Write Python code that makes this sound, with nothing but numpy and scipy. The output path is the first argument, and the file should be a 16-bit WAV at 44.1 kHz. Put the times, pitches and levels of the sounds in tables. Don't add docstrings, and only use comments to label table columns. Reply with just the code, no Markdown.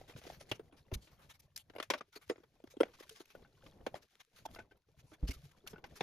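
import sys
import numpy as np
from scipy import signal
from scipy.fft import rfft, irfft
from scipy.io import wavfile
from scipy.ndimage import uniform_filter1d

SR = 44100
rng = np.random.default_rng(int(sys.argv[2]) if len(sys.argv) > 2 else 0)


def materialize(psi):
    bounded = np.clip(np.atleast_2d(psi).T, -1, 1)
    quanta = np.round(bounded * 32767).astype(np.int16)
    wavfile.write(sys.argv[1], SR, quanta)


def ratio(d):
    e = np.asarray(d, float) / 20
    return 10 ** e


N = 265614
T = np.arange(N) / SR

# frequency in Hz, relative level in dB.
CLATTER_COLOUR = [(300, 5), (1000, 0), (2500, -3.5), (4000, -12), (7000, -19), (12000, -31), (16000, -37)]
# time in seconds, left minus right in dB.
HAND_PAN = [(0, -0.5), (1.5, 1), (2.2, 0.5), (2.8, -0.5), (3.4, 1.5), (3.87, 0), (3.94, 2), (4.6, -1),
            (5.3, -1), (6.02, 1)]


def on_hz(points, size):
    hz, value = np.transpose(points)
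    bins_hz = np.arange(size // 2 + 1) * SR / size
    return np.interp(np.log(bins_hz + 1), np.log(hz + 1), value)


def noise(colour, size=N, peaks_db=0):
    # frequency in Hz, side signal as a share of mid.
    side_share = [(30, .08), (100, .12), (300, .3), (1000, .5), (2000, .6), (6000, .6), (7700, .06),
                  (8900, .06), (10000, .15), (16000, .1)]
    mid, side = rfft(rng.standard_normal((2, size)))
    octaves = np.arange(5.5, 15, .2)
    peaks = on_hz(np.c_[2 ** octaves, rng.standard_normal(len(octaves))], size)
    tone = ratio(on_hz(colour, size) + peaks_db * peaks)
    difference = on_hz(side_share, size) * side * np.array([[1], [-1]])
    x = irfft(tone * (mid + difference), size)
    return x / x.std()


def ring(x, hz, t60):
    pole = np.exp(2j * np.pi * hz / SR - np.log(1000) / (t60 * SR))
    return signal.lfilter([1], [1, -pole], x).imag


def grit(size, spread_db, grain=40):
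    levels = np.repeat(rng.exponential(1, size // grain + 1), grain)
    return ratio(spread_db * uniform_filter1d(levels, grain)[:size])


def add(out, s, sound, pan_db):
    i = int(s * SR)
    panned = sound * ratio(np.array([[pan_db], [-pan_db]]) / 2)
    out[:, i:i + sound.shape[-1]] += panned[:, :N - i]


def hand_pan(s):
    return np.interp(s, *np.transpose(HAND_PAN))


def knocks():
    # start in seconds, level of the ring's peak in dB, ring in Hz,
    # clatter against ring in dB, nominal 60 dB decay in seconds before choking.
    blows = [(.013, -41.5, 640, -6.5, 0.019), (0.095, -53, 490, 3, 0.094), (.162, -44, 510, 0, 0.028),
             (0.215, -57, 703, -1, 0.032), (0.238, -54, 493, 3, 0.071), (0.251, -47, 720, -5, 0.044),
             (0.266, -39.5, 388, -3.5, 0.025), (0.275, -43, 567, -13, 0.024), (0.2993, -36, 714, -5, 0.031),
             (0.32, -51, 626, -3, 0.042), (.408, -45.5, 573, -3.5, 0.053), (.514, -32.5, 316, 9.5, 0.042),
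             (0.594, -39, 444, -8, 0.069), (0.723, -54, 290, -3, 0.14), (0.9149, -38.5, 384, -6, 0.11),
             (1.07, -64.5, 332, 7, 0.12), (1.698, -49, 353, 3, 0.034), (1.735, -56, 364, 1, 0.058),
             (1.751, -42.5, 633, -5, 0.047), (1.7612, -38, 610, -3, 0.044), (1.783, -38.5, 465, 0, 0.045),
             (1.7996, -31.5, 1240, 5, 0.024), (1.808, -45, 620, -13, 0.051),
             (1.826, -47, 1127, 14.5, 0.046), (1.901, -28.5, 1050, 9.5, 0.046),
             (1.906, -27, 418, 1.5, 0.048), (1.936, -31, 1144, 3.5, 0.056), (1.943, -43.5, 603, -1, 0.15),
             (2.008, -36, 1220, -0.5, 0.039), (2.16, -44.5, 428, -5, 0.084), (2.297, -24, 466, -4.5, 0.063),
             (2.307, -31, 467, -15.5, 0.091), (2.357, -53.5, 520, 0, 0.047), (2.379, -52, 377, -3.5, 0.065),
             (2.401, -56, 346, -7.5, 0.053), (2.434, -56, 455, 0.5, 0.063), (2.601, -54, 582, -5, 0.022),
             (2.639, -38.5, 310, -9.5, 0.027), (2.673, -54, 470, 6, 0.021), (2.738, -49, 520, -27, 0.055),
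             (2.768, -34.5, 335, -13, 0.027), (2.803, -18, 440, -7, 0.037), (2.807, -12, 456, -10.5, 0.037),
             (2.809, -25, 1400, -22, 0.026), (2.816, -25.5, 440, -27, 0.021), (2.832, -23, 626, -1, 0.02),
             (2.853, -50.5, 459, -0.5, 0.083), (2.866, -46, 520, -9.5, 0.04), (2.88, -57, 493, -0.5, 0.16),
             (3.006, -42.5, 436, -37, 0.021), (3.108, -51.5, 449, -28.5, 0.16),
             (3.202, -44, 347, -3.5, 0.066), (3.35, -42, 563, -6, 0.038), (3.422, -52.5, 358, -7.5, 0.053),
             (3.663, -53, 298, 4.5, 0.041), (3.864, -40, 895, 8, 0.046), (3.866, -24.5, 512, -6.5, 0.042),
             (3.942, -30, 686, -11.5, 0.018), (3.951, -46.5, 602, 2.5, 0.11), (4.388, -60, 490, 3.5, 0.039),
             (4.453, -34, 890, -15.5, 0.065), (4.459, -32.5, 745, -17, 0.025), (4.487, -54, 680, -2, 0.054),
             (4.546, -54, 1220, 2, 0.029), (4.56, -48.5, 667, -3.5, 0.089), (4.589, -48.5, 674, 4, 0.073),
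             (4.718, -57.5, 410, -1, 0.052), (4.885, -63.5, 458, -7, 0.078), (5.116, -54.5, 313, -1, 0.14),
             (5.23, -47.5, 502, -8, 0.13), (5.29, -39.5, 279, -9, 0.13), (5.731, -43.5, 432, -3.5, 0.078),
             (5.78, -50.5, 387, -2.5, 0.079), (5.84, -44, 820, 4.5, 0.054), (6.007, -26.5, 776, 1.5, 0.034),
             (6.008, -28, 394, -33, 0.034)]
    # frequency in Hz, relative level in dB, longest 60 dB decay in seconds.
    cover_modes = [(640, 6, 0.11), (997, 4, 0.02), (1424, 2, .06), (2040, -1, 0.049), (2460, 0, 0.042),
                   (2860, 1, .04), (3250, 8.5, 0.023), (5030, -4.5, 0.074)]
    split = 0.18
    out, t = np.zeros((2, N)), T[:8192]
    lean = np.array([[.6], [-.6]])
    for s, db, hz, clatter_db, t60 in blows:
        contact_s = 0.00083 + 0.0058 * t60
        touch = t * np.exp(-t / contact_s)
        blow = touch * np.sin(2 * np.pi * hz * t)
        rattle = touch * rng.standard_normal(len(t))

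        sagging_t = t / (1 + 0.48 * t)
        choke = ratio(-498.5 * (t / t60) ** 3)
        body = np.interp(sagging_t, t, ring(blow, hz, t60)) * choke
        above = ring(blow, hz * (1 + split), min(t60, .045))
        below = ring(blow, hz * (1 - split), min(t60, .045))
        body = body + ratio(-8) * (above * (1 + lean) + below * (1 - lean))

        upper = np.zeros((2, len(t)))
        for mode_hz, mode_db, mode_t60 in cover_modes:
            stronger, sharper = rng.standard_normal(2)
            mode = ring(rattle, mode_hz * (1 + 0.033 * sharper), min(mode_t60, t60))
            upper += ratio(mode_db + 3 * stronger) * mode * (1 + lean * np.sign(stronger))

        rise = 1 - np.exp(-t / contact_s)
        fade = rise * (ratio(-60 * t / t60) + ratio(-24 - 60 * t / 0.15))
        colour = [(f, g + 0.45 * clatter_db * np.log2(f / 2000)) for f, g in CLATTER_COLOUR]
        clatter = grit(len(t), 1.2) * noise(colour, size=len(t), peaks_db=3)
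        bright = ratio(-1.2) * upper / np.abs(upper).max() + fade * clatter / clatter.std()
        tail_colour = [(hz / 3, -18), (hz, 0), (hz * 3, -14)]
        tail = fade * noise(tail_colour, size=len(t), peaks_db=14)

        knock = body / np.abs(body).max() + ratio(clatter_db) * bright + ratio(-15) * tail
        add(out, s, ratio(db) * knock, hand_pan(s))
    return signal.sosfilt(signal.butter(4, 260, "high", fs=SR, output="sos"), out)


def slide(out, s, db, colour, swell_s, fall_s, grit_db):
    t = T[:4096]
    rise = np.sin(np.pi / 2 * np.clip(t / swell_s, 0, 1)) ** 2
    fall = np.cos(np.pi / 2 * np.clip((t - swell_s) / max(fall_s, .001), 0, 1)) ** 2
    hiss = grit(len(t), grit_db) * noise(colour, size=len(t), peaks_db=3.5)
    add(out, s, ratio(db) * rise * fall * hiss / hiss.std(), hand_pan(s))


def scuffs():
    # start in seconds, hiss rms before its envelope in dB, centre in Hz, length in seconds.
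    slides = [(0.071, -54, 2970, 0.082), (0.158, -53.5, 3240, 0.064), (0.204, -58, 1610, 0.08),
              (0.259, -50, 1570, 0.025), (0.315, -54, 2000, 0.081), (0.393, -51, 3750, 0.059),
              (0.484, -51, 3200, 0.034), (0.539, -55, 2140, 0.044), (0.761, -61, 1830, 0.067),
              (0.931, -35.5, 4960, 0.03), (1.005, -60, 3960, 0.13), (1.105, -62, 800, 0.082),
              (1.18, -61, 800, 0.11), (1.212, -62, 2780, 0.067), (1.288, -50, 2510, 0.053),
              (1.332, -59.5, 2100, 0.05), (1.39, -53, 5200, 0.024), (1.412, -69.5, 3570, 0.048),
              (1.562, -46, 5200, 0.036), (1.582, -54, 4350, 0.055), (1.972, -49.5, 1760, 0.03),
              (2.119, -56.5, 2930, 0.056), (2.15, -44.5, 2330, 0.039), (2.207, -56.5, 1850, 0.059),
              (2.288, -40, 3220, 0.013), (2.696, -55, 3220, 0.055), (2.929, -54.5, 1500, 0.042),
              (2.99, -50, 1620, 0.038), (3.018, -50.5, 1580, 0.035), (3.099, -56, 5250, 0.059),
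              (3.146, -54, 2470, 0.078), (3.191, -52.5, 2850, 0.048), (3.292, -56.5, 1840, 0.051),
              (3.941, -54.5, 2480, 0.061), (4.013, -58.5, 2860, 0.038), (4.192, -51.5, 1830, 0.036),
              (4.351, -55.5, 3900, 0.092), (4.449, -43, 3540, 0.019), (4.525, -55, 4900, 0.069),
              (4.702, -70, 2000, 0.037), (4.761, -73, 4760, 0.025), (4.982, -58.5, 3340, 0.046),
              (5.053, -67.5, 4750, 0.28), (5.127, -54, 1820, 0.034), (5.269, -40, 3650, 0.042),
              (5.299, -40, 3340, 0.031), (5.324, -50, 3350, 0.045), (5.506, -59, 1590, 0.02),
              (5.661, -49.5, 2150, 0.038), (5.687, -52.5, 4300, 0.051), (5.853, -61, 1880, 0.031),
              (5.917, -85, 1290, 0.016), (5.95, -48.5, 3330, 0.05)]
    out = np.zeros((2, N))
    for s, db, hz, length in slides:
        swell_s = 0.012 + 0.064 * length
        colour = [(hz / 8, -15), (hz / 1.5, 0), (hz * 1.5, 0), (hz * 8, -10)]
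        slide(out, s, db, colour, swell_s, length - swell_s, grit_db=2)
    return out


def taps():
    # start in seconds, hiss rms before its envelope in dB, centre in Hz,
    # half the fall time in seconds.
    touches = [(1.5601, -36, 4570, 0.0054), (1.5748, -33, 4700, 0.00065), (3.092, -40.5, 3250, 0.005),
               (3.2544, -53.5, 2550, 0.0027), (4.5474, -44, 4660, 0.00053), (5.672, -36.5, 2680, 0.0056)]
    out = np.zeros((2, N))
    for s, db, hz, half_fall in touches:
        colour = [(hz / 4, -22), (hz / 1.25, -9), (hz, 0), (hz * 1.25, -6), (hz * 4, -10)]
        slide(out, s, db, colour, .003, 2 * half_fall, grit_db=-2)
    return out


def shaft():
    # frequency in Hz, relative level in dB, 60 dB decay in seconds.
    shaft_modes = [(842, -5.5, 0.043), (1095, -21.5, 0.054), (1488, 4, 0.046), (2108, -5.5, 0.028),
                   (2664, -5.5, 0.03)]
    # start in seconds, level of the ring's peak in dB.
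    hits = [(3.351, -48.5), (3.448, -50.5), (4.56, -42), (4.587, -41), (4.599, -43.5), (5.664, -47),
            (4.711, -51.5), (5.735, -49), (5.758, -44), (5.78, -53), (5.841, -42.5)]
    out, t = np.zeros((2, N)), T[:8192]
    for s, db in hits:
        rattle = np.exp(-t / 0.0049) * grit(len(t), 2.6) * rng.standard_normal(len(t))
        rung = np.zeros(len(t))
        for hz, mode_db, t60 in shaft_modes:
            stronger, sharper = rng.standard_normal(2)
            rung += ratio(mode_db + 2.7 * stronger) * ring(rattle, hz * (1 + 0.017 * sharper), t60)
        clatter = np.exp(-t / 0.026) * noise(CLATTER_COLOUR, size=len(t))
        add(out, s, ratio(db) * (rung / np.abs(rung).max() + ratio(-19) * clatter), 2.5)
    return out


def thumps():
    # start in seconds, nominal peak in dB, swing in Hz, 60 dB decay in seconds.
    bumps = [(0.152, -45.5, 133, 0.064), (0.514, -43, 115.4, 0.092), (0.925, -31.5, 93.2, 0.046),
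             (0.953, -37.5, 55, 0.11), (5.2287, -27, 49, 0.11), (5.289, -32, 56, 0.08),
             (5.362, -49.5, 58, 0.074), (5.735, -48.5, 180, 0.042), (6.006, -41, 180, 0.15)]
    out, t = np.zeros((2, N)), T[:8192]
    for s, db, hz, t60 in bumps:
        fade = (1 - np.exp(-t / 0.002)) * ratio(-60 * t / t60)
        shake = noise([(hz, -8), (180, 0), (450, -14), (1500, -40), (5000, -70)], size=len(t))
        swing = -np.sin(2 * np.pi * hz * t + 1.7)
        add(out, s, ratio(db) * fade * (ratio(-13) * shake + swing) / fade.max(), 0)
    return out


def ticks(level):
    out, t = np.zeros((2, N)), T[:1024]
    for when, pitch, size, pan in rng.random((800, 4)):
        hz = 350 * 2 ** (3.7 * pitch)
        burst = rng.standard_normal(len(t)) * np.exp(-t / .003)
        tick = ring(burst, hz, 24 / hz + .008)
        tick_db = 1.5 - 2.5 * np.log(1 - size)
        add(out, when * T[-1], tick / np.abs(tick).max() * ratio(tick_db), 4 * pan - 1)
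    return out * level


def snatches(rate, spread_db):
    k = int(SR / rate)
    levels = np.repeat(rng.standard_normal(N // k + 1), k)
    return ratio(spread_db * uniform_filter1d(levels, k // 2)[:N])


def bed():
    # time in seconds, rumble in dB, handling in dB,
    # rustle in dB.
    levels = [(0, -71, -63, -64.5), (0.061, -75, -71, -71), (0.301, -64.5, -69, -57),
              (0.389, -69.5, -72, -85), (.45, -73.5, -63, -64.5), (.62, -70, -68.5, -79),
              (1.21, -71, -74.5, -75.5), (1.55, -73.5, -81.5, -82), (1.69, -71.5, -78.5, -89),
              (1.859, -71, -81.5, -96), (2.078, -90, -89.5, -80), (2.251, -75.5, -89, -74.5),
              (2.52, -82.5, -80.5, -79.5), (2.751, -70.5, -79, -72.5), (3.149, -83.5, -74, -63),
              (3.311, -103, -86.5, -76), (3.37, -70.5, -61.5, -68.5), (3.552, -75, -76.5, -75.5),
              (3.642, -67.5, -62, -65), (3.95, -65.5, -65, -83.5), (4.08, -95, -87.5, -71.5),
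              (4.33, -95, -85, -74), (4.47, -63.5, -64.5, -72), (4.76, -79, -74, -82.5),
              (4.83, -93, -91.5, -84), (4.901, -74, -80, -78.5), (5.12, -69, -70, -75.5),
              (5.45, -69.5, -80, -67.5), (5.6, -74.5, -73.5, -72), (5.8, -76, -65.5, -82.5),
              (6.02, -84, -68.5, -59)]
    # frequency in Hz, relative level in dB.
    rumble_colour = [(20, -12.5), (60, 5.5), (150, 7.5), (300, -22)]
    handling_colour = [(150, 12), (300, 10.5), (600, 9), (1000, -1), (2000, -15), (4000, -41)]
    rustle_colour = [(600, -30), (1500, 2.5), (3500, 4), (6000, 2), (10000, -2), (16000, -5)]
    s, *columns = np.transpose(levels)
    rumble, handling, rustle = (ratio(np.interp(T, s, column)) for column in columns)
    shared_flicker = snatches(30, 3.3)
    layers = rumble * snatches(30, 4) * noise(rumble_colour)
    layers += handling * snatches(35, 3.5) * noise(handling_colour)
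    grain = grit(N, 2.8)
    layers += rustle * snatches(21, 0.53) * grain / grain.mean() * noise(rustle_colour)
    left_lean = ratio(np.array([[.6], [-.6]]))
    hiss = ratio(-92) * noise(rustle_colour)
    return shared_flicker * layers * left_lean + ticks(np.sqrt(handling * rustle)) + hiss


def scene():
    return knocks() + scuffs() + taps() + shaft() + thumps() + bed()


def band_limit(x):
    return signal.sosfilt(signal.butter(12, 16470, fs=SR, output="sos"), x)


def record(dry):
    # frequency in Hz, gain in dB.
    mic_response = [(20, 5), (7000, -7.5), (8300, -6.5), (9500, -9), (15600, -8), (16400, -29)]
    # frequency in Hz, lead of the left port in radians.
    port_lead = [(50, .12), (300, .3), (1200, .25), (2000, -.3), (2800, 1.2), (4200, .5), (5500, .6),
                 (6300, -.3), (7900, -3), (9200, -4.2), (10800, -6.1), (13000, -7.2), (14700, -9.4),
                 (16500, -9.5)]
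    # frequency in Hz, left minus right in dB.
    port_tilt = [(100, -0.5), (400, -0.5), (5000, 2.5), (8000, 0)]
    side = np.array([[.5], [-.5]])
    ports = np.exp(1j * side * on_hz(port_lead, N)) * ratio(side * on_hz(port_tilt, N))
    x = irfft(rfft(dry) * ratio(on_hz(mic_response, N)) * ports, N)
    top_cut = signal.ellip(8, .2, 70, 16450, fs=SR, output="sos")
    return band_limit(signal.sosfilt(top_cut, x))


dry = scene()
out = record(dry)
materialize(out)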